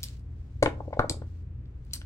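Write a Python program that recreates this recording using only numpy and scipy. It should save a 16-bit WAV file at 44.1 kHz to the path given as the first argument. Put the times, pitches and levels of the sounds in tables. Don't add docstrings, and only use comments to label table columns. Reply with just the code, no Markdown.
import sys
import numpy as np
from scipy import signal
from scipy.fft import rfft, irfft
from scipy.io import wavfile

SR = 44100
rng = np.random.default_rng(int(sys.argv[2]) if len(sys.argv) > 2 else 0)


def dump_mix(stems):
    frames = np.atleast_2d(stems).T
    limited = np.clip(frames, -1, 1)
    pcm = np.round(limited * 32767).astype(np.int16)
    wavfile.write(sys.argv[1], SR, pcm)


N = 90493
HIT_SIZE = 8192
MODE_SCATTER_DB = 2.0

# f/Hz, rms level/dB before the left-right balance
HUM_LINES = [(59.6, -44.5), (120, -51), (180, -63)]
# f/Hz, relative density/dB (per Hz)
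RUMBLE_SPECTRUM = [(20, -17.5), (30, -9), (45, -5), (70, -5), (100, -7.5), (140, -7), (175, -24),
                   (240, -21), (320, -25.5), (480, -34), (800, -47), (2000, -55), (16000, -88)]
# f/Hz, relative density/dB (per Hz)
HISS_SPECTRUM = [(150, -3), (300, -4.5), (600, -18.5), (1200, -20), (2500, -25), (5000, -43), (8000, -44.5),
                 (10000, -55.5), (16000, -62.5)]
# f/Hz, correlation (1 = identical, 0 = unrelated)
STEREO_LIKENESS = [(60, 1), (250, 0.91), (600, 0.54), (1200, 0.16), (2500, 0), (16000, 0.0)]
MOTOR_HZ, MOTOR_DB, MOTOR_WIDTH_HZ = 83.4, -43.5, 4.4
RUMBLE_DB, HISS_DB = -45, -62.5
BACKGROUND_BALANCE_DB = .45

# t/s, level/dB
BRUSH_LEVEL = [(0, -59.5), (.06, -55), (.17, -65.5), (.23, -83.5), (.42, -77.5), (.58, -76.5), (.9, -74.5),
               (1.25, -73), (1.39, -75.5), (1.52, -90), (1.76, -84.5), (1.915, -73), (1.945, -45.5),
               (1.98, -69), (2.05, -72)]
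# f/Hz, relative density/dB (per Hz)
BRUSH_SPECTRUM = [(300, -10), (1000, -3), (2500, 0.5), (4500, 2), (8000, -3.5), (11000, -15),
                  (16000, -10.5)]
BRUSH_GRAINS_PER_S, BRUSH_GRAIN_DB = 250, 2.5

# t/s, level/dB, contact bandwidth f/Hz
CLACK_CONTACTS = [(0.0317, -37, 18000), (0.0375, -38.5, 16000), (0.0415, -43, 12000), (0.0857, -50.5, 7700),
                  (0.195, -72, 15000), (0.6269, -39.5, 9600), (0.6295, -35, 9000), (0.635, -39.5, 9700),
                  (0.6604, -39.5, 2420), (0.933, -63.5, 2080), (0.9379, -64, 3500), (0.9934, -42.5, 2520),
                  (0.9972, -55.5, 13600), (1.0964, -28, 9400), (1.218, -69.5, 3040), (1.657, -72, 2280),
                  (1.911, -63, 3200), (1.9445, -60, 2580), (1.9615, -56, 2380), (2.0158, -53.5, 3300)]
# t/s, delay of the second contact t/s, its relative level/dB
CLACK_REBOUNDS = [(1.0964, .00215, -2)]
# f/Hz, relative level/dB
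CLACK_SPECTRUM = [(300, -27.5), (1200, -26.5), (2200, -12), (2800, -5.5), (3400, -1), (4700, 4.5),
                  (6200, -5), (7800, -6), (9200, -9), (11500, -6.5), (13500, -16), (16000, -20.5)]
CRACK_DB, CRACK_T60_S = -8, .003
CLACK_RING_DB, CLACK_RING_T60_S = -29, 0.069

# delay t/s, level/dB relative to the direct sound
DESK_REFLECTIONS = [(.0034, -33), (.0078, -32.5)]
# f/Hz, t60/s
ROOM_DECAY = [(150, 0.83), (600, 0.37), (2000, 0.2), (5000, 0.2), (9000, 0.17), (15000, 0.053)]
# f/Hz, level/dB relative to the direct sound
ROOM_SPECTRUM = [(100, -8.5), (300, -7), (600, -13.5), (1200, -6), (2500, -7.5), (5000, -9), (9000, -1.5),
                 (15000, 2)]
ROOM_BUILD_S = 0.0019
BRIGHT_PAN_DB, BRIGHT_LAG_S = 2.3, .00013
KNOCK_PAN_DB, KNOCK_LAG_S = 1.5, .00018

# t/s, level/dB, contact bandwidth f/Hz, pitch favoured by the struck spot f/Hz, its boost/dB,
# thump strength/dB relative to THUMP_DB
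TRAY_KNOCKS = [(0.6239, -16, 680, 580, 14.5, 0.5), (0.6262, -23, 1272, 970, 14.5, -4.5),
               (0.6253, -30, 3230, 2300, 11, -4.5), (0.6269, -33, 1700, 1420, 17.5, -3.5),
               (0.6323, -23.5, 450, 296, 7, 8.5), (0.633, -35.5, 2700, 2400, 14.5, -0.5),
               (0.659, -20.5, 2300, 930, 9, 3.5), (0.6595, -27, 3500, 2330, 13, -2.5),
               (0.6598, -32.5, 3645, 3100, 19.5, -10.5), (0.6645, -29.5, 900, 606, 4, 3.5),
               (0.672, -30, 1000, 320, 2, -3), (0.6754, -32.5, 600, 346, 10.5, 2.5),
               (0.777, -47.5, 700, 650, -2.5, -7.5), (0.802, -34.5, 990, 860, 8.5, 7),
               (0.852, -50.5, 800, 700, 2.5, 6.5), (0.8775, -36, 640, 540, 9, -9),
               (0.9036, -48, 913, 650, 3, -12.5), (0.928, -31.5, 1170, 657, 11.5, -5.5),
               (0.9297, -51, 2500, 2000, 14, -5.5), (0.937, -52.5, 2802, 1900, 8.5, 1.5),
               (0.9678, -32, 750, 614, 19.5, -4.5), (0.9921, -17.5, 1480, 1250, 7.5, 7.5),
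               (0.9925, -33, 2200, 1890, 12, -8.5), (0.9944, -31.5, 750, 326, -3, 6.5),
               (1.0003, -25, 1400, 740, 3, -9), (1.0125, -35.5, 950, 750, 7, 1),
               (1.0153, -37, 1550, 1330, 9.5, -2), (1.0217, -35, 1550, 1290, 7.5, -1.5),
               (1.041, -28.5, 840, 585, 6, -3.5), (1.053, -38, 1550, 1360, 2.5, 16.5),
               (1.097, -32.5, 1300, 295, 14.5, 4), (1.109, -29.5, 913, 296, 7.5, 16.5),
               (1.14, -43.5, 890, 690, 0, 7.5), (1.167, -39, 558, 390, 1.5, 18),
               (1.216, -40.5, 620, 550, 3.5, 4.5), (1.218, -50.5, 1400, 1248, 17, -1),
               (1.962, -61, 2210, 1250, 22, -3), (2.0144, -52.5, 2200, 1570, 14, -4)]
# f/Hz, mean relative strength/dB, t60/s
TRAY_MODES = [(297.5, -5, 0.029), (444.3, -6.5, 0.041), (545.4, 0, 0.019), (737, -6, 0.025),
              (850, -5, 0.024), (1060, -4, 0.018), (1188, -5.5, 0.013), (1443, -4.5, 0.022),
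              (1726, -6, 0.016), (1832, -5.5, 0.025), (2180, -0.5, 0.016), (2700, -9, 0.01),
              (3000, -4, 0.007)]
THUMP_HZ, THUMP_DB, THUMP_T60_S = 131.5, -11.5, 0.044
SPOT_WIDTH = .35
CONTACT_LEAK_DB = -49

# t/s, level/dB before CLINK_DB is added
CLINK_TOUCHES = [(1.85, -73.5), (1.9341, -40), (1.9352, -34), (1.9377, -35), (1.9385, -43.5), (1.9465, -56),
                 (1.955, -46), (1.961, -54)]
# f/Hz, mean relative strength/dB, t60/s
CLINK_RESONANCES = [(3030, -5, 0.01), (4260, 3.5, 0.0081), (4890, -0.5, 0.016), (5230, -16.5, 0.0061),
                    (5840, -3.5, 0.013), (7730, -2, 0.0049), (8220, -1, 0.01), (8710, -5, 0.012),
                    (9670, -7, .01), (10600, -6.5, 0.0096), (11700, -4.5, 0.0069), (13600, -13, 0.00483),
                    (14670, -13.5, .006)]
CLINK_DB = -1
CLINK_SPLASH_DB, CLINK_SPLASH_T60_S = -8, 0.015

CUTOFF_HZ = 16200


def from_db(db):
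    return 10 ** (np.asarray(db) / 20)


def rms_one(x):
    return x / np.sqrt(np.mean(x ** 2) + 1e-20)


def at_hz(points, hz):
    f, v = np.transpose(points)
    return np.interp(np.log(np.maximum(hz, 1)), np.log(f), v)


def lowpass(x, hz, order=2):
    sos = signal.butter(order, min(hz, SR / 2 - 1000), fs=SR, output="sos")
    return signal.sosfilt(sos, x)


def resonance(x, hz, width_hz):
    r = np.exp(-np.pi * width_hz / SR)
    zeros = np.array([1, 0, -1]) * (1 - r * r) / 2
    poles = [1, -2 * r * np.cos(2 * np.pi * hz / SR), r * r]
    return signal.lfilter(zeros, poles, x)


def dying(t, t60):
    return np.exp(-np.log(1000) * t / t60)


def add(track, s, db, hit):
    i = int(s * SR)
    hit = hit * from_db(db) / np.sqrt(np.sum(hit ** 2) * 100 / SR)
    track[i:i + len(hit)] += hit[:N - i]


def causal_response(colour):
    hz = np.fft.rfftfreq(HIT_SIZE, 1 / SR)
    cepstrum = irfft(np.log(from_db(at_hz(colour, hz))))
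    cepstrum[1:HIT_SIZE // 2] *= 2
    cepstrum[HIT_SIZE // 2 + 1:] = 0
    return irfft(np.exp(rfft(cepstrum)))


def diffuse_noise(colour, size):
    hz = np.fft.rfftfreq(size, 1 / SR)
    mid, side = rfft(rng.standard_normal((2, size)))
    alike = np.clip(at_hz(STEREO_LIKENESS, hz), -1, 1)
    common = np.sqrt((1 + alike) / 2) * mid
    opposed = np.sqrt((1 - alike) / 2) * side * [[1], [-1]]
    return irfft((common + opposed) * from_db(at_hz(colour, hz)), size)


def background():
    t = np.arange(N) / SR
    hum = 0
    for hz, db in HUM_LINES:
        phase = rng.random()
        hum = hum + from_db(db) * np.sqrt(2) * np.sin(2 * np.pi * (hz * t + phase))
    drone = rng.standard_normal(N + SR)
    for _ in range(2):
        drone = resonance(drone, MOTOR_HZ, MOTOR_WIDTH_HZ)
    drone = from_db(MOTOR_DB) * rms_one(drone[SR:])
    rumble = from_db(RUMBLE_DB) * rms_one(diffuse_noise(RUMBLE_SPECTRUM, N))
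    hiss = from_db(HISS_DB) * rms_one(diffuse_noise(HISS_SPECTRUM, N))
    balance = from_db([[BACKGROUND_BALANCE_DB], [-BACKGROUND_BALANCE_DB]])
    return (hum + drone + rumble + hiss) * balance


def brush():
    t = np.arange(N) / SR
    grain = np.interp(t * BRUSH_GRAINS_PER_S, np.arange(N), rng.standard_normal(N))
    level_db = np.interp(t, *np.transpose(BRUSH_LEVEL))
    rustle = diffuse_noise(BRUSH_SPECTRUM, N) * from_db(BRUSH_GRAIN_DB * grain)
    return from_db(level_db) * rms_one(rustle)


def clacks():
    out, t = np.zeros(N), np.arange(HIT_SIZE) / SR
    pulse = causal_response(CLACK_SPECTRUM)
    crack = from_db(CRACK_DB) * dying(t, CRACK_T60_S)
    ring = from_db(CLACK_RING_DB) * dying(t, CLACK_RING_T60_S)
    for s, db, contact_hz in CLACK_CONTACTS:
        noise = (crack + ring) * rng.standard_normal(HIT_SIZE)
        noise = signal.fftconvolve(noise, pulse)[:HIT_SIZE]
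        hit = lowpass(pulse + noise, contact_hz, order=3)
        for at_s, delay_s, rebound_db in CLACK_REBOUNDS:
            if abs(s - at_s) < 2 * delay_s:
                hit = hit + from_db(rebound_db) * np.roll(hit, round(delay_s * SR))
        add(out, s, db, hit)
    return out


def from_the_left(x, pan_db, lag_s):
    echoes = sum(from_db(db) * np.roll(x, round(s * SR)) for s, db in DESK_REFLECTIONS)
    x = x + echoes
    left = x * from_db(pan_db)
    right = np.roll(x, round(lag_s * SR)) * from_db(-pan_db)
    return np.array([left, right])


def room(x):
    size = SR // 2
    t, hz = np.arange(size) / SR, np.fft.rfftfreq(size, 1 / SR)
    noise, tail = rfft(diffuse_noise(ROOM_SPECTRUM, size)), 0
    centres = [f for f, _ in ROOM_DECAY]
    build_up = 1 - np.exp(-(t / ROOM_BUILD_S) ** 2)
    for share, (_, t60) in zip(np.eye(len(centres)), ROOM_DECAY):
        envelope = dying(t, t60) * build_up
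        weight = at_hz(list(zip(centres, share)), hz)
        band = irfft(noise * weight, size)
        tail = tail + band * envelope / np.sqrt(np.sum(envelope ** 2))
    return signal.fftconvolve(x[None], tail, axes=1)[:, :N]


def knocks():
    out, t = np.zeros(N), np.arange(HIT_SIZE) / SR
    hz, mode_db, t60 = np.transpose(TRAY_MODES)[:, :, None]
    signs = (-1) ** np.arange(len(TRAY_MODES))[:, None]
    modes = signs * np.sin(2 * np.pi * hz * t) * dying(t, t60)
    thump = np.sin(2 * np.pi * THUMP_HZ * t) * dying(t, THUMP_T60_S)
    for s, db, contact_hz, spot_hz, spot_db, thump_db in TRAY_KNOCKS:
        strengths = from_db(mode_db + MODE_SCATTER_DB * rng.standard_normal(hz.shape))
        body = (modes * strengths).sum(0)
        body = body + from_db(THUMP_DB + thump_db) * thump
        spot = resonance(body, spot_hz, spot_hz * SPOT_WIDTH)
        body = body + (from_db(spot_db) - 1) * spot
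        softened = lowpass(body, contact_hz, order=5)
        add(out, s, db, -(softened + from_db(CONTACT_LEAK_DB) * body))
    return out


def clinks():
    out, t = np.zeros(N), np.arange(HIT_SIZE) / SR
    hz, mode_db, t60 = np.transpose(CLINK_RESONANCES)[:, :, None]
    modes = np.cos(2 * np.pi * hz * t) * dying(t, t60)
    edges = [hz.min(), min(hz.max(), SR / 2 - 1000)]
    splash_band = signal.butter(2, edges, "band", fs=SR, output="sos")
    for s, db in CLINK_TOUCHES:
        strengths = from_db(mode_db + MODE_SCATTER_DB * rng.standard_normal(hz.shape))
        strengths = strengths * rng.choice([-1, 1], hz.shape)
        splash = rng.standard_normal(HIT_SIZE) * dying(t, CLINK_SPLASH_T60_S)
        splash = signal.sosfilt(splash_band, splash)
        hit = (strengths * modes).sum(0) + from_db(CLINK_SPLASH_DB) * splash
        add(out, s, db + CLINK_DB, hit)
    return out


def scene():
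    dull = knocks()
    bright = clacks() + clinks()
    direct = from_the_left(dull, KNOCK_PAN_DB, KNOCK_LAG_S)
    direct = direct + from_the_left(bright, BRIGHT_PAN_DB, BRIGHT_LAG_S)
    return direct + room(dull + bright) + brush() + background()


def record(dry):
    sos = signal.ellip(10, .05, 60, CUTOFF_HZ, fs=SR, output="sos")
    return signal.sosfiltfilt(sos, dry)


dry = scene()
out = record(dry)
dump_mix(out)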